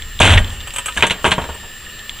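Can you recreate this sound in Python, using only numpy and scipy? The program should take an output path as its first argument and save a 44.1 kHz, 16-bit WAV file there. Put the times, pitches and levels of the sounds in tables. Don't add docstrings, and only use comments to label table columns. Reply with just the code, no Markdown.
import sys
import numpy as np
from scipy import signal
from scipy.fft import rfft, irfft
from scipy.io import wavfile
from scipy.ndimage import uniform_filter1d

SR = 44100
rng = np.random.default_rng(int(sys.argv[2]) if len(sys.argv) > 2 else 0)


def to_wav(sig):
    pcm = np.clip(np.atleast_2d(sig), -1, 1) * 32767
    pcm = np.round(pcm).astype(np.int16)
    wavfile.write(sys.argv[1], SR, pcm.T)


N = 97020
T = np.arange(round(0.6 * SR)) / SR


def amp(db):
    return 10 ** (np.asarray(db) / 20)


def evened(x):
    return x / np.sqrt(np.mean(x ** 2) + 1e-20)


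def read(points, hz):
    point_hz, value = np.transpose(points)
    return np.interp(np.log(hz + 1), np.log(point_hz + 1), value)


def fade(t, t60):
    return np.exp(-np.log(1000) * np.maximum(t, 0) / t60)


def hump(length):
    return np.sin(np.pi * np.minimum(T / length, 1))


def add(mix, s, sound):
    part = mix[:, round(s * SR):][:, :sound.shape[-1]]
    part += sound[..., :part.shape[1]]


def shaped_noise(gain):
    return irfft(rfft(rng.standard_normal(N)) * gain, N)


def coloured(x, points, tilt=((1, 0), (2, 0))):
    size = 2048
    hz = abs(np.fft.fftfreq(size, 1 / SR))
    gain = evened(amp(read(points, hz))) * amp(read(tilt, hz))
    spectrum = np.exp(np.conj(signal.hilbert(np.log(gain + 1e-6))))
    taps = np.fft.ifft(spectrum).real
    return signal.fftconvolve(x, taps[None, :size // 2], axes=1)[:, :x.shape[1]]


def reflections():
    # frequency in Hz, level in dB.
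    width = [(100, -59), (500, -48), (1500, -40), (3000, -31.5), (8000, -27), (15000, -19)]
    signs = rng.choice([-1., 1.], (2, len(T)))
    kept = rng.random((2, len(T))) < 1 / 5
    mid, side = signs * np.sqrt(5) * kept
    side = irfft(rfft(side) * amp(read(width, np.fft.rfftfreq(len(T), 1 / SR))), len(T))
    return np.array([mid + side, mid - side])


def ring(modes, tilt, detune=0.0037):
    chance = rng.uniform(-1, 1, (len(modes), 2))
    tones = np.zeros(len(T))
    for (hz, db, t60), (a, b) in zip(modes, chance):
        tone = np.sin(2 * np.pi * hz * (1 + detune * a) * T + np.pi * b)
        tones += amp(db + read(tilt, hz)) * fade(T, t60) * tone
    return tones * np.minimum(T / 0.00126, 1)


def hiss():
    # frequency in Hz, level in dB.
    air = [(12, -30), (20, 1.5), (32, 1), (44, -17.5), (80, -1), (112, -16), (225, -12), (266, -22),
           (362, -17), (478, -19), (705, -24), (788, -20), (932, -24.5), (1270, -15.5), (1410, -18.5),
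           (1630, -22.5), (1770, -3.5), (2030, -22), (2840, -12), (4190, -20.5), (6720, -28.5), (7310, -18),
           (7950, -26), (13500, -30), (15500, -14)]
    # frequency in Hz, likeness (1 is identical).
    likeness = [(60, 1.0), (150, 1.0), (380, 1.0), (950, 1.0), (2380, 0.98), (5980, 0.56), (15000, -0.4)]
    level_db, patch_db = -31.5, 1.5
    frames, hz = N // 512 + 5, np.fft.rfftfreq(2048, 1 / SR)
    a, b, c, d, patches = rng.standard_normal((frames, len(hz), 5)).T
    patches = uniform_filter1d(patches, size=20, axis=0)
    patches = evened(uniform_filter1d(patches, size=6, axis=1))
    same = np.clip(read(likeness, hz), -1, 1)[:, None]
    left = a + 1j * b
    right = same * left + np.sqrt(1 - same ** 2) * (c + 1j * d)
    z = np.array([left, right]) * amp(read(air, hz)[:, None] + patch_db * patches)
    noise = signal.istft(z, nperseg=2048, noverlap=1536)[1][:, :N]
    return amp(level_db) * evened(noise)


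def whirr():
    # centre in Hz, width in Hz, level in dB.
    bands = [(1800, 93, -46), (2873, 90, -46.5)]
    hz = np.fft.rfftfreq(N, 1 / SR)
    out = np.zeros(N)
    for centre, width_hz, db in bands:
        out += amp(db) * evened(shaped_noise(1 / (1 + ((hz - centre) / width_hz) ** 2)))
    return out


def whine(hz=7440.4, db=-43.5, octave_db=-58.5):
    t = np.arange(N) / SR
    low = amp(db) * np.sin(2 * np.pi * hz * t)
    high = amp(octave_db) * np.sin(2 * np.pi * 2 * hz * t)
    return np.sqrt(2) * (low + high)


def rumble():
    # time in seconds, level in dB.
    course = [(0, -32.5), (0.178, -33), (0.3, -19), (0.35, -9.5), (0.41, -13.5), (0.46, -26),
              (0.599, -31.5), (0.75, -38.5), (1.3, -38.5), (1.7, -45), (2.2, -44)]
    # frequency in Hz, level in dB.
    deep_colour = [(8, -21), (28, 0.5), (45, -6.5), (65, -7.5), (100, -14), (170, -29), (500, -62.5)]
    deep = signal.hilbert(shaped_noise(amp(read(deep_colour, np.fft.rfftfreq(N, 1 / SR)))))
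    deep = evened(deep.real / uniform_filter1d(abs(deep), size=3000))
    return deep * amp(np.interp(np.arange(N) / SR, *np.transpose(course)))


def ticks(t60=0.02, room_db=-24):
    # start in seconds, level in dB.
    snaps = [(0.022, -23.5), (0.1905, -22), (0.445, -24.5), (0.476, -26.5), (0.502, -25.5), (0.6042, -27),
             (0.611, -28), (0.7057, -23), (0.9235, -24), (1.993, -26.5), (2.0945, -19.5), (2.188, -25.5)]
    # frequency in Hz, level in dB.
    snap_colour = [(200, -46), (1500, -13.5), (2600, -6.5), (3400, 2), (4300, -11.5), (5500, -21),
                   (8500, -15.5), (14000, -42.5)]
    out = np.zeros((2, N))
    for s, db in snaps:
        burst = reflections() * (fade(T, t60) + amp(room_db) * fade(T, 0.34))
        add(out, s, amp(db) * coloured(burst, snap_colour))
    return out


def squeals(jitter=0.043):
    # start in seconds, middle pitch in Hz, level in dB, length in seconds.
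    squeaks = [(0.192, 3400, -14.5, 0.0037), (0.375, 1842, -9.5, 0.018), (0.879, 1262, -22, 0.022),
               (0.972, 1710, -13, 0.015), (1.542, 8260, -33.5, .016)]
    out = np.zeros((2, N))
    for s, hz, db, length in squeaks:
        tremble = evened(uniform_filter1d(rng.standard_normal(len(T)), size=40))
        phase = 2 * np.pi * np.cumsum(hz * (1 + jitter * tremble)) / SR
        add(out, s, amp(db) * hump(length) * np.sin(phase))
    return out


def knock(db, body_db, bite_db, edge_db, t60, crack, hold_s, ring_db):
    # frequency in Hz, level in dB.
    knock_colour = [(40, -2), (150, -1), (340, -2), (600, -1), (1000, -1), (1900, -3.5), (3200, 0),
                    (3900, -9), (4900, -27.5), (6500, -18.5), (8400, -14), (10500, -27), (15000, -50)]
    # middle pitch in Hz, relative level in dB,
    # time to fade by 60 dB in seconds.
    plank_modes = [(187, -25, 0.74), (244.7, -26.5, .3), (434, -18, 0.23), (543, -22, 0.13),
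                   (620.5, -13, 0.22), (936.3, -7.5, 0.14), (1180, -25, 0.14), (1453, -12.5, 0.1),
                   (1616, -12, 0.17), (1930, -19.5, 0.14), (2460, -34, .12), (3085, -23, 0.52),
                   (3400, -13, 0.08)]
    room_db, room_t60 = -23, 0.72
    tilt = [(1100, body_db), (2200, 0), (3100, 0), (4400, bite_db), (6500, edge_db)]
    room_tilt = [(300, 4 + 0.5 * body_db), (2000, 0), (6500, edge_db - 4)]
    taps = reflections()
    burst = taps * fade(T - hold_s, t60)
    burst[:, 0] += crack
    near = coloured(burst, knock_colour, tilt)
    ringing = amp(ring_db) * ring(plank_modes, tilt, detune=0.0124)
    tail = coloured(taps[:, ::-1] * fade(T, room_t60), knock_colour, room_tilt)
    return amp(db) * (near + ringing + amp(room_db) * tail)


def plank():
    # start in seconds, level in dB, body up to 1.1 kHz in dB, bite near 4.4 kHz in dB,
    # edge from 6.5 kHz up in dB, bench thump in dB, time for the near echoes to fade by 60 dB in seconds.
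    knocks = [(0.202, -16, 5, 1, 10.5, -11, 0.05), (0.2055, -10, 3.5, 0, 5, -13, 0.094),
              (0.216, -5.5, -21, 3, -2, -33, 0.14), (0.356, -19, 2, 1, -2, -30, .1),
              (0.3716, -13.5, -6, 2, -32, -24, 0.027), (0.3768, -7, -12.5, -7, -10, -38, 0.033),
              (0.386, -19.5, -2.5, -1, 3, -33, 0.074), (0.965, -24.5, 0.5, -15, 2, -33, 0.079),
              (0.9736, -17, -5, 4.5, 5.5, -23, .06), (0.991, -27.5, 5.5, 8, 7, -26, 0.11),
              (1.007, -20.5, -18, 1, 1, -42, 0.043), (1.0245, -4.5, -5, -4, -11, -41, 0.089),
              (1.035, -15, 3, 5.5, -3, -27.5, 0.15), (1.0679, -16, -17, -1, 9, -39, 0.066),
              (1.099, -17, -16, 4, -1, -44, 0.046), (1.1079, -9.5, -8, 5.5, -0.5, -41, 0.084),
              (1.2441, -11.5, 4, -16, -12, -24, 0.055), (1.251, -12, 1.5, 0, -6.5, -22, 0.15),
              (1.265, -20, 7, -14, -10, -22.5, 0.098), (1.277, -22, 5.5, -8, 3, -23, 0.2),
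              (1.31, -21, -7, 7, 8.5, -29, .06), (1.3173, -9.5, -1.5, 7, -0.5, -28, 0.1),
              (1.3815, -22.5, 10, -11, -2, -36, 0.12), (1.4175, -29, 4, 8, 1, -23.5, 0.094),
              (1.4405, -31.5, 8.5, 8.5, 5, -28, 0.12), (1.49, -34, 10.5, -3, 6, -30.5, .16),
              (1.549, -47, 14.5, -3, -1, -42, 0.084), (1.631, -50.5, 16, -4, -3, -42, 0.26)]
    out = np.zeros((2, N))
    for s, db, body_db, bite_db, edge_db, thump_db, t60 in knocks:
        add(out, s, knock(db, body_db, bite_db, edge_db, t60, crack=9.7, hold_s=0.0037, ring_db=0.5))
        thump_hz = 75.2 * rng.uniform(0.926, 1.063)
        add(out, s, amp(thump_db) * fade(T, 0.39) * np.sin(2 * np.pi * thump_hz * T))
    return out


def chatter():
    start_s, end_s, bounces_per_s = 0.227, 0.348, 105
    out = np.zeros((2, N))
    for k, (late, loud, body, edge) in enumerate(rng.standard_normal((24, 4))):
        s = start_s + k / bounces_per_s
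        if s > end_s:
            break
        u = (s - start_s) / (end_s - start_s)
        db = -11 - u ** 2 + 0.5 * loud
        body_db = -2.5 + 1.2 * body
        edge_db = 1.5 - 3 * u + 2.2 * edge
        bounce = knock(db, body_db, -0.56, edge_db, 0.09, crack=15, hold_s=0.0032, ring_db=-4.5)
        add(out, s + 0.002 * late, bounce)
    return out


def boom(start_s=0.24, hold_s=0.1, t60=0.51):
    # middle pitch in Hz, level in dB.
    bench_modes = [(80, -12), (95, -11), (189, -27.5), (245, -25.5)]
    out = np.zeros((2, N))
    swell = np.minimum(0.86 + 10 * T, 1) * fade(T - hold_s, t60)
    for hz, db in bench_modes:
        waver = 1 + 0.036 * evened(uniform_filter1d(rng.standard_normal(len(T)), size=1500))
        add(out, start_s, amp(db) * swell * np.sin(2 * np.pi * np.cumsum(hz * waver) / SR))
    return out


def scrapes(grain_db=3):
    # start in seconds, length in seconds, level in dB.
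    slides = [(0.462, 0.13, -42), (0.927, 0.066, -35.5), (1.223, 0.092, -31)]
    # frequency in Hz, level in dB.
    scrape_colour = [(1000, -34), (5500, -15), (7000, -7), (8600, -4), (10000, -15), (15000, -32)]
    out = np.zeros((2, N))
    for s, length, db in slides:
        unsteady = evened(uniform_filter1d(rng.standard_normal(len(T)), size=120))
        grain = evened(amp(grain_db * unsteady))
        add(out, s, amp(db) * coloured(reflections() * hump(length) * grain, scrape_colour))
    return out


def blade(t60=0.074, hold_s=0.0028, room_db=-23, crack=4, burst_db=-4.0):
    # start in seconds, level in dB, edge from 6.5 kHz up in dB.
    clicks = [(0.6732, -24, -3), (0.7373, -25.5, 3), (0.761, -19, 2.5), (0.7834, -15.5, -1),
              (0.8589, -17.5, 3.5), (0.8832, -16, -8.5)]
    # middle pitch in Hz, relative level in dB,
    # time to fade by 60 dB in seconds.
    blade_modes = [(550, -18, 0.12), (977, -18.5, 0.21), (1257, -14, 0.13), (1550, -13, 0.11),
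                   (2437, -8.5, 0.068), (2690, -19, 0.079), (3180, -14, 0.13), (6640, -19, 0.13),
                   (7950, -1.5, 0.066), (7470, -21, 0.084), (9400, -29, .08), (9300, -18, .1),
                   (11800, -21, .08)]
    # frequency in Hz, level in dB.
    click_colour = [(150, -12), (500, -13), (1100, -0.5), (2000, -6), (2900, 5.5), (4000, -11.5),
                    (5300, -23), (7000, -8), (8100, 0), (10000, -10), (11500, -9), (15000, -44)]
    out = np.zeros((2, N))
    for s, db, edge_db in clicks:
        tilt = [(4000, 0), (6500, edge_db)]
        burst = reflections() * (fade(T - hold_s, t60) + amp(room_db) * fade(T, 0.72))
        burst[:, 0] += crack
        near = amp(burst_db) * coloured(burst, click_colour, tilt)
        add(out, s, amp(db) * (near + ring(blade_modes, tilt)))
    return out


def scene():
    background = hiss() + whirr() + whine() + rumble()
    left, right = ticks() + squeals() + plank() + chatter() + scrapes() + blade()
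    lag_s = 2.6e-5
    left = irfft(rfft(left) * np.exp(-2j * np.pi * np.fft.rfftfreq(N, 1 / SR) * lag_s), N)
    return np.array([left, right]) + boom() + background


def record(dry):
    squashed = dry / (1 + dry ** 6) ** (1 / 6)
    low_pass = signal.firwin(511, 15500, window=("kaiser", 9), fs=SR)
    return signal.oaconvolve(squashed, low_pass[None], "same")


dry = scene()
out = record(dry)
to_wav(out)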